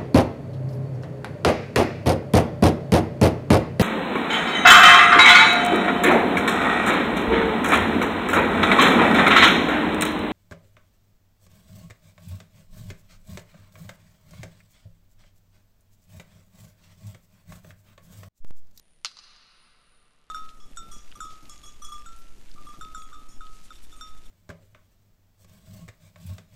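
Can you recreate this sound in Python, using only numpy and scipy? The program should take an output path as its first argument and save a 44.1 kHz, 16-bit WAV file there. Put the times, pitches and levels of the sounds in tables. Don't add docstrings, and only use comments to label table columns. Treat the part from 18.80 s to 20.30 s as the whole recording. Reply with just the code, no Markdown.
import sys
import numpy as np
from scipy import signal
from scipy.fft import rfft, irfft
from scipy.io import wavfile

SR = 44100
rng = np.random.default_rng(int(sys.argv[2]) if len(sys.argv) > 2 else 0)


def transcribe(u):
    v = np.clip(np.atleast_2d(u).T, -1, 1)
    q = np.round(v * 32767).astype(np.int16)
    wavfile.write(sys.argv[1], SR, q)


N = 66150

# start_s, level_db
GATE_HITS = [(0.24745, -19.5), (0.25414, -26)]
# pitch_hz, level_db, fade_s
METAL_TONES = [(1207, -2, .003), (1323, 1, .0083), (1515, -8, .014), (2212, -7, .012), (2682, -24, .078),
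               (2928, -8, .01), (3696, -9, .012), (4174, -5, .012), (4717, -9, .015), (4929, -12, .02),
               (5489, 1, .0056), (6190, -8, .018), (6662, -6, .0087), (9114, -12, .0066)]
# pitch_hz, gain_db
SCRAPE_COLOUR = [(60, -29), (300, -35.5), (700, -0.5), (1200, -6), (3000, 5.5), (6000, -2), (7800, -3.5),
                 (9500, -5), (11500, -10)]

def gate_click(t, scrape_db=-8, hold_s=.0016, scrape_fade_s=.005):
    ring = sum((-1) ** k * amp(db) * np.sin(2 * np.pi * hz * t) * fade(t, fade_s)
               for k, (hz, db, fade_s) in enumerate(METAL_TONES))
    contact = fade(np.maximum(t - hold_s, 0), scrape_fade_s)
    click = 0
    for start_s, db in GATE_HITS:
        noise = rng.choice([-1, 1], N) * contact
        scrape = amp(scrape_db) * colour(delay(noise, start_s), SCRAPE_COLOUR)
        click += amp(db) * (delay(ring, start_s) + scrape)
    return click


# pitch_hz, width_hz, gain_db
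FRAME_BANDS = [(1192, 180, -3.5), (1309, 128, -4), (1460, 90, -5.5), (2060, 430, -9), (2740, 180, -3.5),
               (2916, 117, -3.5), (3950, 160, -6.5), (4230, 405, 4), (4816, 454, 6), (5900, 115, 4)]

def outgoing_snap(crack_db=-5):
    hits = sum(amp(db) * delay(signal.unit_impulse(N), start_s) for start_s, db in GATE_HITS)
    ring = sum(amp(db) * resonance(hits, hz, width_hz) for hz, width_hz, db in FRAME_BANDS)
    return amp(crack_db) * hits + ring


# delay_s, gain_db
FLOOR_BOUNCES = [(.00932, 4), (.01864, -8), (.0256, -17)]

def floor_echoes(click):
    middle = resonance(click, hz=3930, width_hz=910)
    return sum(amp(db) * delay(middle, delay_s) for delay_s, db in FLOOR_BOUNCES)


# pitch_hz, gain_db
NEARBY_COLOUR = [(200, -14.5), (700, 7), (1300, 10), (2500, 11), (4200, 13.5), (6200, 7), (8000, 2.5),
                 (12000, -6.5)]

def nearby_echoes(snap, t, rise_s=.0069, fade_s=.19):
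    swell = np.minimum(t / rise_s, 1) ** 2
    return through(colour(snap, NEARBY_COLOUR), diffuse(swell * fade(t, fade_s)))


# delay_s, slap_db, tail_db
WALL_BOUNCES = [(0.0667, -21, -23.5), (.122, -17.5, -20), (0.141, -16, -20), (0.187, -34, -21.5),
                (0.192, -28, -26.5), (.262, -30, -41), (.3145, -27, -30)]
# pitch_hz, gain_db
WALL_COLOUR = [(300, -11), (1250, 19), (2300, 11.5), (4500, 16), (6500, 14), (8000, 3.5), (12000, -16)]

def wall_echoes(snap, t, slap_fade_s=.012, tail_fade_s=.1):
    dull_snap = colour(snap, WALL_COLOUR)
    echoes = 0
    for delay_s, slap_db, tail_db in WALL_BOUNCES:
        slap = amp(slap_db) * diffuse(fade(t, slap_fade_s))
        tail = amp(tail_db) * diffuse(fade(t, tail_fade_s))
        echoes += delay(through(dull_snap, slap + tail), delay_s)
    return echoes


# pitch_hz, gain_db, fade_s
HALL_BANDS = [(195, -10, 2.8), (590, 5, 5.9), (1280, 12.5, 5.1), (2050, 13.5, 3.47), (2780, 13.5, 3.44),
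              (4140, 17, 1.99), (5250, 13.5, 1.66), (6500, 10.5, 1.5), (7800, 2, 1), (11700, -8, 0.45)]

def hall_ring(snap, t, delay_s=.045, rise_s=.13, bands=28):
    pitches, gains, fades = np.array(HALL_BANDS).T
    centres = np.geomspace(100, 13000, bands)
    noise = rfft(rng.standard_normal(N))
    hz = np.fft.rfftfreq(N, 1 / SR)
    wash = 0
    for centre, one_band in zip(centres, np.eye(bands)):
        band = irfft(noise * along(hz, centres, one_band), N)
        wash += band * amp(along(centre, pitches, gains)) * fade(t, along(centre, pitches, fades))
    build_up = 1 - np.exp(-np.maximum(t - delay_s, 0) / rise_s)
    return through(snap, wash * build_up) * 2 / np.sqrt(SR)


# pitch_hz, gain_db
AIR_COLOUR = [(8, -2.5), (16, 3), (30, -14.5), (60, -18.5), (100, -28.5), (170, -22.5), (300, -30.5),
              (550, -30.5), (1100, -40.5), (2000, -37.5), (3700, -37.5), (5500, -45.5), (8000, -51.5),
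              (11500, -49.5)]

def still_air(level_db=-61):
    return amp(level_db) * unit(colour(rng.standard_normal(N), AIR_COLOUR))


# pitch_hz, gain_db
WHINE_TONES = [(9460, 3), (9820, -9), (6800, -16.5)]
# time_s, level_db
WHINE_LOUDNESS = [(0, -80.5), (.13, -75.5), (.25, -84), (.45, -79), (.66, -87), (.83, -73), (.96, -82),
                  (1.07, -77), (1.17, -75), (1.33, -83), (1.5, -97)]

def electronic_whine(t):
    tones = np.sqrt(2) * sum(amp(db) * np.sin(2 * np.pi * hz * t) for hz, db in WHINE_TONES)
    return tones * amp(np.interp(t, *np.array(WHINE_LOUDNESS).T))


# pitch_hz, gain_db
TICK_COLOUR = [(1000, 4), (6000, 1), (9500, 2), (12000, -8)]

def electronic_ticks(start_s=.0017, rate_hz=75, strong_db=-47.5, weaker_by_db=7):
    at = (np.arange(start_s, N / SR, 1 / rate_hz) * SR).astype(int)
    ticks = np.zeros(N)
    ticks[at[::2]] = amp(strong_db)
    ticks[at[1::2]] = amp(strong_db - weaker_by_db)
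    return colour(ticks, TICK_COLOUR)


def amp(db):
    return 10 ** (np.asarray(db) / 20)


def unit(x):
    return x / np.sqrt(np.mean(x ** 2))


def fade(t, fade_s):
    return np.exp(-np.log(1000) * t / fade_s)


def along(hz, pitches, values):
    return np.interp(np.log(hz + 1), np.log(pitches), values)


def colour(x, table):
    gain = amp(along(np.fft.rfftfreq(N, 1 / SR), *np.array(table).T))
    cepstrum = irfft(np.log(gain), N)
    fold = np.concatenate([[1], np.full(N // 2 - 1, 2), np.zeros(N - N // 2)])
    return irfft(rfft(x) * np.exp(rfft(cepstrum * fold)), N)


def resonance(x, hz, width_hz):
    return signal.lfilter(*signal.iirpeak(hz, hz / width_hz, fs=SR), x)


def delay(x, s):
    return np.concatenate([np.zeros(max(int(s * SR), 0)), x])[:N]


def through(x, echoes):
    return signal.fftconvolve(x, echoes)[:N]


def diffuse(shape):
    return rng.standard_normal(N) * shape / np.sqrt(np.sum(shape ** 2))


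def scene():
    t = np.arange(N) / SR
    click, snap = gate_click(t), outgoing_snap()
    air = still_air()
    echoes = floor_echoes(click) + nearby_echoes(snap, t) + wall_echoes(snap, t) + hall_ring(snap, t)
    return (click + echoes + air + electronic_whine(t) + electronic_ticks())[None]


def record(dry, top_hz=11900):
    return signal.sosfilt(signal.ellip(10, .2, 70, top_hz, fs=SR, output="sos"), dry)


dry = scene()
out = record(dry)
transcribe(out)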